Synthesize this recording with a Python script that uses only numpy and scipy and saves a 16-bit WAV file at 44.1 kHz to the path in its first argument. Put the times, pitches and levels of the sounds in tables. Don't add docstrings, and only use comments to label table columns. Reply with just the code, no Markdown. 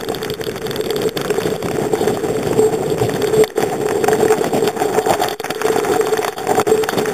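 import sys
import numpy as np
from scipy import signal
from scipy.fft import rfft, irfft
from scipy.io import wavfile
from scipy.ndimage import uniform_filter1d, map_coordinates

SR = 44100
rng = np.random.default_rng(int(sys.argv[2]) if len(sys.argv) > 2 else 0)


def bounce(signal):
    frames = np.transpose(np.atleast_2d(signal))
    limited = np.clip(frames, -1, 1)
    pcm = np.round(limited * 32767).astype(np.int16)
    wavfile.write(sys.argv[1], SR, pcm)


N = 314433

# pitch_hz, relative_db, t60_s
ARM_LOW_MODES = [(433.2, -5.5, 0.051), (394, -10, 0.01)]
ARM_HIGH_MODES = [(741, 16, 0.027), (860, -1, 0.011), (614, 5, .015)]
SHELL_MODES = [(965, 6, 0.004), (1342, 7.5, 0.0058), (1808, 4.5, 0.0066), (2055, 0, 0.01),
               (2506, 1, 0.0033)]
LOOSE_PART_MODES = [(3180, -1.1, 0.0053), (3647, -0.75, 0.0072)]


def road_shake():
    # time_s, low_hum_db, rumble_db, bass_boost_db, high_hum_db, chatter_db
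    path = [(0.0, -26.5, -28.5, 3, -41, -40), (0.4, -27.5, -34, 15, -46, -39),
            (0.9, -24, -30, 4, -40.5, -39), (1.4, -23.5, -24, 3.5, -42, -34.5),
            (1.8, -25, -27.5, 5.5, -35.5, -39), (2.2, -21.5, -24.5, 5, -35, -36),
            (2.76, -22, -24, 7, -30.5, -38.5), (3.26, -20.5, -25, 8, -36, -35),
            (3.65, -22, -25, -1, -32, -36.5), (4.05, -22, -26, 4, -27.5, -36),
            (4.6, -22, -23, -11, -31, -35.5), (5.1, -24, -29, -2, -18, -31),
            (5.48, -29, -43, -22, -41.5, -35.5), (5.86, -19, -29, -9, -28, -31.5),
            (6.35, -28.5, -42, -8, -32.5, -35), (6.51, -24, -23.5, 0, -25, -36.5),
            (6.75, -21.5, -27.5, 1, -31, -32.5), (7.13, -22.5, -29, -13, -29.5, -30.5)]
    low_hum_db, rumble_db, bass_boost_db, high_hum_db, chatter_db = curves(path)
    drive_gain = lull_gain()
    skips = np.minimum(wobble(54.0), 1.5)
    stones = bumps(900, spread_db=2.76) * gain_of(0.8 * skips)
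    low_hum = arm_hum(stones, gain_of(low_hum_db) * drive_gain, ARM_LOW_MODES)
    high_hum = gain_of(4.8 * skips) * arm_hum(stones, gain_of(high_hum_db) * drive_gain, ARM_HIGH_MODES)
    rumble = drive_gain ** 2.9 * tyre_rumble(rumble_db, bass_boost_db, skips)
    chatter = drive_gain ** 0.97 * gain_of(chatter_db) * shell_chatter(skips)
    return low_hum + high_hum + rumble + chatter


def lull_gain():
    # start_s, end_s, drop_db
    lulls = [(0.326, 0.407, 2), (0.597, 0.607, 13), (1.095, 1.162, 5), (1.567, 1.626, 4.5),
             (3.426, 3.574, 10.5), (4.337, 4.379, 2.5), (4.676, 4.767, 3.5), (4.993, 5.071, 6.5),
             (5.347, 5.395, 17.5), (5.41, 5.435, 10), (5.525, 5.57, 8), (6.302, 6.388, 6.5),
             (6.63, 6.67, 13), (6.855, 6.926, 5)]
    t = np.arange(N) / SR
    drop_db = sum(db * ((t > start) & (t < end)) for start, end, db in lulls)
    return gain_of(-uniform_filter1d(drop_db, size=300))


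def arm_hum(stones, drive, modes):
    steady_rms = np.sqrt(np.mean(ring(stones, modes) ** 2))
    return ring(drive * stones, modes) / steady_rms


def arm_jolts():
    # start_s, level_db, high_modes_relative_db
    jolts = [(0.1, -9, -10), (0.225, -16, -10), (0.485, -12, -15), (0.801, -8, -22), (0.902, -13, -3),
             (1.053, -7.5, -22), (1.17, -16, -16), (1.202, -14, -15), (1.305, -11, -12), (1.382, -8, -3),
             (1.455, -10, -7), (1.697, -12.5, -16), (1.784, -10, -13), (1.934, -9, 1), (2.01, -7, -16),
             (2.072, -7, -25), (2.353, -12.5, -19), (2.386, -18, -6), (2.51, -9, -14), (2.591, -2.5, -10),
             (2.619, -12, -3), (2.807, -16, -16), (2.88, -11, -6), (2.919, -19, -23), (2.973, -15, -8),
             (3.231, -9, -17), (3.279, -19, -15), (3.31, -10, -20), (3.39, -15, -27), (3.579, -5, -16),
             (3.634, -13, 4), (3.855, -9, -14), (3.943, -13, -18), (3.969, -11, -12), (4.039, -6, -15),
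             (4.084, -8, 4), (4.12, -5.5, -11), (4.192, -12, -12), (4.229, -6, -7), (4.256, -2.5, -9),
             (4.305, -8.5, -7), (4.41, -5.5, -14), (4.533, -8.5, 0), (4.624, -8, -4), (4.854, -8.5, -13),
             (4.898, -13, -6), (4.982, -4.5, -26), (5.066, -9, -26), (5.195, -11.5, -20), (5.4, -17, 1),
             (5.499, -18.5, 3), (5.559, -17, -20), (5.652, -6.5, -20), (5.699, -5, -12), (5.761, -6.5, 3),
             (5.785, -6.5, -7), (5.897, -8.5, -24), (5.941, -18, -4), (5.995, -16, -11), (6.045, -12, -12),
             (6.19, -12, -2), (6.285, -13, -17), (6.391, -28, -2), (6.514, -13, -21), (6.537, -13, -3),
             (6.582, -9.5, 4.5), (6.61, -22, -10), (6.669, -10.5, -2.5), (6.715, -4, -11), (6.93, -15, -2),
             (6.974, -9.5, -1), (7.085, -15, -16)]
    start_s, level_db, high_db = np.transpose(jolts)
    at = np.round(start_s * SR).astype(int)
    low, high = np.zeros((2, N))
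    low[at] = gain_of(level_db) * rng.choice([-1, 1], len(at))
    high[at] = low[at] * gain_of(high_db)
    push = signal.windows.hann(30)
    soften = lambda force: np.convolve(force, push / push.sum())[:N]
    return ring(soften(low), ARM_LOW_MODES) + ring(soften(high), ARM_HIGH_MODES)


def ripple_swells():
    # centre_s, length_s, peak_db
    swells = [(0.655, 0.039, -16), (1.066, 0.034, -17), (2.646, 0.1, -9.5), (3.33, 0.073, -14.5),
              (3.413, 0.049, -6), (4.311, 0.067, -10.5), (6.003, 0.025, -7.5), (6.132, 0.031, -9),
              (6.73, 0.06, -17), (6.801, 0.061, -17), (7.092, 0.026, -15)]
    t = np.arange(N) / SR
    envelope = sum(gain_of(db) * np.exp(-(2 * (t - centre) / length) ** 2) for centre, length, db in swells)
    pitch_hz = ARM_LOW_MODES[0][0]
    return envelope * np.sin(2 * np.pi * pitch_hz * t)


def camera_knocks():
    # start_s, level_db
    knocks = [(0.0338, -15.5), (0.1176, -12.5), (0.184, -17.5), (0.2169, -18), (0.2464, -17), (0.2773, -15),
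              (0.413, -11.5), (0.4943, -16), (0.5581, -17), (0.6165, -18), (0.7302, -18), (0.8101, -20),
              (0.8933, -18), (0.9308, -18), (1.0794, -17), (1.1712, -11), (1.1987, -20), (1.2471, -11),
              (1.3034, -7), (1.3414, -14), (1.3754, -18), (1.4177, -14), (1.502, -23), (1.5379, -22),
              (1.6252, -14.5), (1.6581, -14), (1.6841, -11), (1.712, -11), (1.7556, -20), (1.7677, -13.5),
              (1.9527, -13), (2.0433, -18), (2.0772, -9), (2.1725, -13.5), (2.2847, -15), (2.3667, -16.5),
              (2.4289, -12), (2.5301, -13.5), (2.9816, -13), (2.9976, -12), (3.0939, -9), (3.1622, -14),
              (3.2181, -17), (3.243, -10), (3.2954, -23), (3.4366, -5), (3.5024, -21), (3.5753, -20.5),
              (3.6042, -10), (3.6254, -7), (3.698, -14), (3.8641, -13), (3.8866, -7.5), (3.9085, -8),
              (4.0422, -4), (4.0806, -4.5), (4.115, -9.5), (4.1295, -5.5), (4.2273, -19), (4.2512, -11),
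              (4.2812, -10.5), (4.3041, -9.5), (4.3221, -5), (4.339, -12), (4.4423, -7.5), (4.6758, -8),
              (4.6846, -13), (4.7995, -11.5), (4.9796, -15), (4.9886, -10), (5.0594, -16), (5.094, -12),
              (5.1352, -3.5), (5.234, -9.5), (5.2444, -8.5), (5.3083, -12), (5.3278, -14.5), (5.3986, -14),
              (5.4425, -9.5), (5.4587, -11.5), (5.5044, -4.5), (5.5478, -21), (5.6151, -5), (5.6496, -10.5),
              (5.6645, -10), (5.682, -3), (5.7578, -13.5), (5.7987, -12), (5.8466, -8), (5.9369, -14),
              (6.0097, -8), (6.0691, -8.5), (6.135, -11), (6.1704, -8.5), (6.2282, -7.5), (6.2462, -6.5),
              (6.262, -22), (6.2796, -8.5), (6.3245, -18), (6.3809, -13), (6.4318, -20), (6.4697, -8.5),
              (6.5086, -15.5), (6.5515, -9), (6.5819, -18), (6.5959, -4), (6.6134, -9), (6.6677, -14),
              (6.6967, -25), (6.7764, -13), (6.8379, -8), (6.8882, -2.5), (6.9731, -13), (6.9958, -13),
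              (7.0564, -12)]
    start_s, level_db = np.transpose(knocks)
    snap_db, snap_ms, shell_db = -12, 0.26, -7.5
    force, mode_forces = np.zeros(N + 800), np.zeros((len(SHELL_MODES), N + 800))
    spots = gain_of(2.75 * rng.standard_normal((len(knocks), len(SHELL_MODES), 1)))
    blows = impacts(contact_ms=1.3 * gain_of(0.4 * (level_db + 22)))
    for at, db, blow, spot in zip(np.round(start_s * SR).astype(int), level_db, blows, spots):
        force[at:at + 800] += gain_of(db) * blow
        mode_forces[:, at:at + 800] += gain_of(db + shell_db) * unit_rms(spot) * blow
    age = np.arange(200) / SR * 1000 / snap_ms
    snap = gain_of(snap_db) * signal.oaconvolve(force, (1 - age) * np.exp(-age))[:N]
    shell = sum((-1) ** k * gain_of(mode[1]) * ring(mode_forces[k], [mode])
                for k, mode in enumerate(SHELL_MODES))
    arm = gain_of(-1.5) * ring(mode_forces[0], ARM_HIGH_MODES)
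    loose_part = gain_of(-16.0) * ring(mode_forces[-1], LOOSE_PART_MODES)
    return snap + shell + arm + loose_part


def loose_part_ticks():
    # start_s, level_db
    ticks = [(0.0094, -21), (0.0453, -25), (0.086, -15.5), (0.146, -18), (0.2299, -18.5), (0.2468, -17),
             (0.2996, -16.5), (0.338, -19), (0.4389, -15.5), (0.4663, -23.5), (0.514, -21), (0.5787, -20.5),
             (0.6663, -17.5), (0.7098, -16.5), (0.7597, -17), (0.8103, -19.5), (0.8398, -21),
             (0.8595, -20.5), (0.9053, -15), (0.9626, -18), (1.0171, -16.5), (1.038, -22), (1.0909, -16),
             (1.1732, -14), (1.2135, -13), (1.2473, -22), (1.279, -20), (1.432, -18.5), (1.477, -22),
             (1.502, -26), (1.5625, -24.5), (1.625, -25), (1.6596, -23), (2.0792, -25), (2.9, -23.5),
             (3.138, -23), (3.2196, -14.5), (3.2715, -16), (3.441, -15.5), (3.477, -25), (4.13, -31),
             (4.442, -20), (4.6753, -13.5), (5.097, -21), (5.1058, -19), (5.225, -25), (5.2375, -13.5),
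             (5.2849, -17), (5.3083, -18.5), (5.3981, -20.5), (5.4151, -30), (5.5074, -16), (5.5468, -26),
             (5.683, -28), (6.1772, -20), (6.245, -23), (6.2797, -11.5), (6.3814, -23), (6.5955, -16),
             (6.6156, -21), (6.8384, -18), (6.8927, -26)]
    force = np.zeros(N + 800)
    blows = impacts(contact_ms=np.full(len(ticks), 1.0))
    for (start_s, level_db), blow in zip(ticks, blows):
        force[round(start_s * SR):][:800] += gain_of(level_db) * blow
    return gain_of(2.5) * ring(force, LOOSE_PART_MODES) + gain_of(-1.5) * ring(force, SHELL_MODES)


def tyre_rumble(level_db, bass_boost_db, skips):
    # frequency_hz, gain_db
    rumble_eq = [(25, -40), (55, -8), (90, -10), (150, -2), (300, -2), (500, -6), (700, -9), (1100, -73),
                 (2000, -27)]
    bass_top_hz = 133
    roll = unit_rms(equalise(bumps(1200, spread_db=2.0), rumble_eq))
    bass = signal.filtfilt(*signal.butter(2, bass_top_hz, fs=SR), roll)
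    envelope = gain_of(level_db + 2.0 * skips + 3.46 * wobble(31.6))
    return envelope * (roll + (gain_of(bass_boost_db) - 1) * bass)


def shell_chatter(skips):
    grit = gain_of(2.6 * skips + 1.23 * wobble(88.0))
    shell = unit_rms(ring(grit * bumps(2500, spread_db=4.5), SHELL_MODES))
    part_force = grit * bumps(2500, spread_db=0.9) * gain_of(4.6 * wobble(57.0))
    return shell + gain_of(-6.0) * unit_rms(ring(part_force, LOOSE_PART_MODES))


def wind():
    # frequency_hz, gain_db
    wind_eq = [(15, 6), (70, -2), (200, -74)]
    start_db, fade_db_per_s = -30.5, 3.5
    envelope = gain_of(start_db - fade_db_per_s * np.arange(N) / SR)
    return envelope * unit_rms(equalise(rng.standard_normal(N), wind_eq))


def impacts(contact_ms):
    crack_energy_share, crack_delay_ms, contact_spread_db = 0.6, 0.6, 3
    draws = rng.standard_normal((len(contact_ms), 801))
    flurry_ms = np.clip(contact_ms[:, None] * gain_of(contact_spread_db * draws[:, :1]), .2, 6)
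    age = np.arange(800) / SR * 1000 / flurry_ms
    flurry = draws[:, 1:] ** 3 * np.sqrt(age) * np.exp(-age)
    flurry /= np.linalg.norm(flurry, axis=1)[:, None]
    crack = np.sign(draws[:, 1:2]) * (np.arange(800) == round(crack_delay_ms * SR / 1000))
    return np.sqrt(crack_energy_share) * crack + np.sqrt(1 - crack_energy_share) * flurry


def ring(force, modes):
    t = np.arange(SR // 8) / SR
    body = sum((-1) ** k * gain_of(db - 60 * t / max(t60, .002)) * np.sin(2 * np.pi * hz * t)
               for k, (hz, db, t60) in enumerate(modes))
    return signal.oaconvolve(force, body / abs(body).max())[:N]


def bumps(per_s, spread_db):
    chance, size, sign = rng.random((3, N))
    strength = gain_of(-spread_db * np.log(np.maximum(size, .015)))
    return (chance < per_s / SR) * np.sign(sign - .5) * strength


def wobble(rate_hz):
    width = round(SR / rate_hz)
    return unit_rms(uniform_filter1d(uniform_filter1d(rng.standard_normal(N), width), width))


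def curves(rows):
    time_s, *columns = np.transpose(rows)
    return [np.interp(np.arange(N) / SR, time_s, column) for column in columns]


def equalise(x, points):
    hz, db = np.transpose(points)
    bins = np.fft.rfftfreq(len(x), 1 / SR)
    curve_db = np.interp(np.log(bins + 1), np.log(hz + 1), db)
    return irfft(rfft(x) * gain_of(curve_db), len(x))


def gain_of(db):
    return 10 ** (np.asarray(db) / 20)


def unit_rms(x):
    return x / np.sqrt(np.mean(x ** 2) + 1e-20)


def scene():
    hiss = gain_of(-54.0) * rng.standard_normal(N)
    background = wind() + hiss
    mount = road_shake() + ripple_swells() + arm_jolts()
    return (mount + camera_knocks() + loose_part_ticks() + background)[None]


def record(dry):
    # frequency_hz, gain_db
    input_eq = [(10, -28), (50, -13.5), (120, 0), (3500, 2), (3700, -0.5), (3850, -4), (3950, -27),
                (4050, -30), (4400, -60)]
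    hold_hz, cutoff_hz, dc_offset = 8000, 15440, -.0039
    rounded = np.tanh(0.84 * equalise(dry[0], input_eq)) / 0.8
    taken_at = np.floor(np.arange(N) * hold_hz / SR) * SR / hold_hz
    held = map_coordinates(rounded, taken_at[None], order=3) + dc_offset
    lowpass = signal.firwin(801, cutoff_hz, window=("kaiser", 8), fs=SR)
    return signal.oaconvolve(held, lowpass, "same")[None]


dry = scene()
out = record(dry)
bounce(out)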